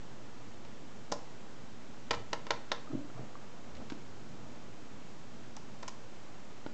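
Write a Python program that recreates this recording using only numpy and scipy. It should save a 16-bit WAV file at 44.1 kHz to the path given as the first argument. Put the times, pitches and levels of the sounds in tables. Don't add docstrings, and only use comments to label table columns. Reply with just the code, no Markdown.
import sys
import numpy as np
from scipy import signal
from scipy.fft import rfft, irfft, next_fast_len
from scipy.io import wavfile
from scipy.ndimage import uniform_filter1d

SR = 44100
rng = np.random.default_rng(int(sys.argv[2]) if len(sys.argv) > 2 else 0)


def inscribe(sig):
    pcm = np.round(np.clip(np.atleast_2d(sig).T, -1, 1) * 32767)
    wavfile.write(sys.argv[1], SR, pcm.astype(np.int16))


def rack_gain(trim_db):
    fader = np.asarray(trim_db, float)
    return 10 ** (fader / 20)


N = 296881


def colour(x, points):
    hz, db = np.transpose(points)
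    size = next_fast_len(len(x))
    log_hz = np.log(np.arange(size // 2 + 1) * SR / size + 1)
    gain = rack_gain(np.interp(log_hz, np.log(hz), db))
    return irfft(rfft(x, size) * gain, size)[:len(x)]


def level(x, db):
    return x * rack_gain(db) / np.sqrt(np.mean(x ** 2))


def lowpass(x, order, hz):
    return signal.sosfilt(signal.butter(order, hz, fs=SR, output="sos"), x)


def bandpass(x, low_hz, high_hz):
    return signal.sosfilt(signal.butter(2, [low_hz, high_hz], "band", fs=SR, output="sos"), x)


def walk(rate_hz):
    k = int(SR / rate_hz)
    steps = np.repeat(rng.standard_normal(N // k + 1), k)
    x = uniform_filter1d(uniform_filter1d(steps, k), k)[:N]
    return x / x.std()


def add(out, start_s, sound):
    i = int(start_s * SR)
    out[i:i + len(sound)] += sound[:len(out) - i]


def body(modes, scale=1):
    hz, db, t60_s = np.transpose(modes)
    t = np.arange(4000) / SR
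    ringing = np.sin(2 * np.pi * np.outer(scale * hz, t)) * rack_gain(-60 * t / t60_s[:, None])
    return rack_gain(db) @ ringing


def air():
    # frequency in Hz, density in dB per Hz
    air_spectrum = [(25, -32.5), (60, -23), (95, -19.5), (118, -19.5), (150, -17), (240, -15), (300, -18.5),
                    (340, -20), (650, -24.5), (1270, -29), (1800, -32.5), (3500, -37.5), (6500, -40.5),
                    (9500, -42.5)]
    # frequency in Hz, level in dB rms
    hum_tone = (118.4, -65.5)
    # multiple of the base pitch, level in dB rms
    whine_partials = [(6, -84), (7, -80), (8, -86), (13, -90), (14, -84), (15, -83), (16, -89), (17, -89),
                      (18, -86), (19, -86)]
    whine_hz = 444.4
    t = np.arange(N) / SR

    noise = level(colour(rng.standard_normal(N), air_spectrum), -52)
    bass = lowpass(noise, 2, 400)
    noise = noise + bass * (rack_gain(1.4 * walk(2.39)) - 1)

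    hum_hz, hum_db = hum_tone
    hum_phase = 2 * np.pi * np.cumsum(hum_hz + 9 * walk(14)) / SR
    hum = np.sin(hum_phase) * rack_gain(hum_db + 3 + 2.3 * walk(2.5))

    whine = sum(rack_gain(db + 3) * np.sin(2 * np.pi * k * whine_hz * t) for k, db in whine_partials)
    return noise + hum + whine


def slide():
    # frequency in Hz, width in Hz, level in dB
    low_modes = [(70, 50, 6), (130, 23, 16), (280, 120, -5.5)]
    # peak in seconds, half length in seconds, rumble in dB,
    # scrape in dB relative to the rumble
    strokes = [(2.198, .105, -44.5, -20), (2.927, .11, -50, 0), (3.06, .11, -55.5, -7),
               (3.205, .07, -43.5, 0.5), (3.403, .065, -50, -17), (3.7, .1, -50, -6), (3.82, .065, -46, -1),
               (3.95, 0.063, -57, -7), (4.41, 0.11, -57.5, 8), (4.54, .1, -58, 4), (4.66, .1, -55, 0)]
    t = np.arange(N) / SR
    rub = rng.standard_normal(N) * rack_gain(3 * walk(40))

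    rumble = np.zeros(N)
    for hz, width_hz, db in low_modes:
        rumble += rack_gain(db) * signal.lfilter(*signal.iirpeak(hz, hz / width_hz, SR), rub)
    rumble = level(rumble, -10.5)
    scrape = level(colour(rub, [(250, -20.5), (600, 7.5), (1300, -7), (2500, -33)]), -8.5)

    out = np.zeros(N)
    for peak_s, half_s, db, scrape_db in strokes:
        pressure = np.clip(1 - np.abs(t - peak_s) / half_s, 0, 1)
        out += rack_gain(db) * pressure * (rumble + scrape * rack_gain(scrape_db))
    return out


def table():
    # start in seconds, peak in dB, pitch in Hz, length in cycles
    shudders = [(2.11, -44.5, 64.2, 4.6), (3.7, -46, 70, 7.6), (2.893, -38, 280, 7.6),
                (2.926, -35, 142, 4.1), (2.928, -29.5, 313, 3.7), (2.945, -28, 277, 3.9),
                (2.969, -35, 297, 3.6), (2.98, -36.5, 281.4, 7.6), (3.001, -39, 292, 7),
                (3.145, -39.5, 130, 2.9), (3.178, -40.5, 130, 5.5), (3.191, -35.5, 290, 1.6),
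                (3.205, -45, 330, 5), (3.225, -39, 229, 3.4), (3.243, -54, 200, 4.8),
                (3.788, -45.5, 280, 5.3), (3.816, -41.5, 231, 3.1), (4.344, -46.5, 285, 4.4)]
    # start in seconds, peak in dB, pitch in Hz
    ticks = [(1.1215, -35, 780), (1.1217, -37, 570), (1.1221, -35, 1046), (1.1269, -37, 1000),
             (1.1225, -41.5, 1400), (1.12, -39.5, 230), (3.1, -50, 1360), (2.874, -46.5, 1240),
             (2.916, -47.5, 1260), (3.354, -43, 1160), (3.901, -49, 1610), (3.9207, -32.5, 300),
             (3.9205, -48, 755), (5.570, -44.5, 860), (5.882, -39.5, 1050), (5.881, -47, 1400),
             (6.663, -35, 300), (6.6634, -45, 590), (6.6635, -43, 880), (6.6637, -44.5, 1460)]
    out = np.zeros(N)
    for start_s, peak_db, hz, cycles in shudders:
        length_s = cycles / hz
        t = np.arange(int(length_s * SR)) / SR
        tone = np.sin(2 * np.pi * hz * t) + 0.17 * np.sin(2 * np.pi * 2.01 * hz * t)
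        swell = np.sin(np.pi * (t / length_s) ** 1.33)
        add(out, start_s, rack_gain(peak_db) * tone * swell)

    t60_s = 0.034
    tick_modes = [(1, 3.5, t60_s), (1.3, -9, .5 * t60_s), (2.6, -14, 0.19 * t60_s)]  # (multiple, dB, s)
    for start_s, peak_db, hz in ticks:
        add(out, start_s, rack_gain(peak_db) * body(tick_modes, hz))
    return bandpass(out, 90, 3000)


def contacts():
    # start in seconds, glass peak in dB, shell and spheres
    # in dB relative to the glass, sphere ring in Hz
    knocks = [(.649, -46.5, 0, -5, 5500), (2.1084, -17.5, -.5, -8, 4640), (2.132, -27.5, -11, -10, 4800),
              (2.138, -29, -5, -20, 5400), (2.145, -37, -4, -15, 4840), (2.3304, -21.5, -4, -8, 4610),
              (2.467, -34, -4, -8.5, 4700), (2.5061, -17, -4.5, -9, 4330), (2.717, -21, -10, -3, 3690),
              (3.905, -47, -5, -2, 5000), (3.921, -43, 0, -5, 5340), (5.570, -49, -1, -9, 5780),
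              (5.83, -34, -4.5, -18, 5700), (6.6636, -52, 7.5, 0.5, 3700)]
    # start in seconds, spheres peak in dB, shell and glass
    # in dB relative to the spheres, sphere ring in Hz
    snaps = [
        (1.1178, -29, -12, -9, 5930),
        (1.1213, -20.5, -24, -11.5, 5390),
        (2.7313, -46, -9, 6, 6000),
        (3.751, -46.5, -2, -10, 4350),
        (3.767, -54.5, 7, -3, 4500),
        (3.8996, -40.5, 4, -5, 4300),
        (5.5656, -34, -25, -15, 6000),
        (5.827, -39, -21, -9, 5700),
        (5.879, -31.5, -8, -16, 6100),
        (5.884, -36.5, -12, -8, 5300),
    ]
    rows = []
    for s, glass_db, shell_db, spheres_db, hz in knocks:
        rows.append((s, glass_db, -6, shell_db, spheres_db, hz))
    for s, db, shell_db, glass_db, hz in snaps:
        table_db = -7 + 15 * (s < 3.0)
        rows.append((s, db + glass_db, table_db, shell_db - glass_db, -glass_db, hz))
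    return sorted(rows)


def clatter():
    # frequency in Hz, density in dB per Hz
    shell_spray = [(700, -19), (1400, 1), (3200, -0.5), (5000, -8), (7500, -17.5)]
    # frequency in Hz, density in dB per Hz
    sphere_spray = [(2500, -21), (4500, -3), (5500, -0.5), (6800, -3.5), (8000, -18.5)]
    t = np.arange(12000) / SR
    shift = rack_gain(-60 * t / 0.057)
    settle = rack_gain(-15 - 60 * t / 0.22)
    fade = (shift + settle) * (1 - np.exp(-t / 0.0017))

    shell, spheres = np.zeros(N), np.zeros(N)
    for s, glass_db, _, shell_db, spheres_db, _ in contacts():
        add(shell, s, rack_gain(glass_db + shell_db) * fade)
        add(spheres, s, rack_gain(glass_db + spheres_db) * fade)

    grains = rng.standard_normal(N) * rack_gain(4 * walk(700))
    shell = shell * level(colour(grains, shell_spray), -17.5)
    spheres = spheres * level(colour(grains, sphere_spray), -23)
    return shell + spheres


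def rattle_of(lag, push):
    steps = np.clip(np.abs(lag) * 3.5 * SR / 1000, 0, 1199).astype(int)
    rattle = np.zeros(1200)
    np.add.at(rattle, steps, .5 * push * np.exp(-.6 * np.abs(lag)))
    rattle[0] += .6
    spread = rfft(rattle)
    return irfft(spread / (np.abs(spread) + .05) ** .6)[:600]


def hits(count=60):
    # mode in Hz, level in dB, decay t60 in seconds
    glass_modes = [(825, 3, 0.043), (952, 4.5, 0.029), (1054, 5.5, 0.045), (1356, 11, 0.027),
                   (1470, -15, 0.011), (1680, -4.5, 0.014), (1824, -8.5, 0.014)]
    # mode in Hz, level in dB, decay t60 in seconds
    table_modes = [(200, -7.5, 0.038), (330, -3.5, 0.035), (476, 4, 0.23), (572.7, -2.5, 0.079),
                   (648, 2, 0.067)]
    # mode in Hz, level in dB, decay t60 in seconds
    shell_modes = [(2200, -3.4, 0.0036), (2410, -2.5, 0.0095), (2986, 1, 0.0087), (3570, 1, 0.0069),
                   (3990, -1.5, .006)]
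    # multiple of the ring pitch, level in dB, decay t60 in seconds
    sphere_modes = [(1, 6, 0.0062), (.9, -8.5, 0.0046), (1.13, 1, 0.0037), (1.28, 3, 0.0035),
                    (1.45, -11, 0.0085)]
    # echo delay in milliseconds, level in dB
    panel_echoes = [(1.3, -14), (1.95, 1.5), (3.05, 0.5), (4.1, -13), (5.3, -3.5), (6.9, -12.5),
                    (9.0, -10.5), (10.6, -13.5)]
    glass, table_top, shell = body(glass_modes), body(table_modes), body(shell_modes)
    knock, snap = np.zeros(N), np.zeros(N)
    events = contacts()
    chance = rng.standard_normal((len(events), 2, count))
    for (s, glass_db, table_db, shell_db, spheres_db, ring_hz), (lag, push) in zip(events, chance):
        rattle = rattle_of(lag, push)
        rattled_shell = np.convolve(rattle, shell)
        rattled_spheres = np.convolve(rattle, body(sphere_modes, ring_hz))
        parts = [(knock, glass, 0), (knock, table_top, table_db),
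                 (snap, rattled_shell, shell_db + 3.5), (snap, rattled_spheres, spheres_db + 5.5)]
        for out, part, rel_db in parts:
            add(out, s - .0001, rack_gain(glass_db + rel_db - 3.5) * part / np.abs(part).max())

    echoes = sum(rack_gain(db) * np.roll(knock, int(ms * SR / 1000)) for ms, db in panel_echoes)
    return bandpass(knock + echoes + snap, 200, 6800)


def room(x, size=16000):
    t = np.arange(size) / SR
    echoes = rng.standard_normal(size) * (1 - np.exp(-np.clip(t - .002, 0, 1) / 0.0009))
    bass = lowpass(echoes, 1, 2000)
    treble = echoes - bass
    tail = bass * rack_gain(-60 * t / 0.37) + treble * rack_gain(-3 - 60 * t / 0.34)

    spectrum = rfft(tail)
    power = np.abs(spectrum) ** 2
    even = np.sqrt(uniform_filter1d(power, size=400) / uniform_filter1d(power, size=30))
    tail = irfft(spectrum * even)[:-1500]
    return x + rack_gain(-11) * signal.fftconvolve(x, tail / np.linalg.norm(tail))[:N]


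def scene():
    in_room = room(hits() + table() + slide())
    return (in_room + air() + clatter())[None]


def top_cut(x):
    return signal.sosfilt(signal.butter(12, 8920, fs=SR, output="sos"), x)


def record(dry):
    soft = lowpass(dry, 14, 7700)
    return top_cut(soft + .013)


dry = scene()
out = record(dry)
inscribe(out)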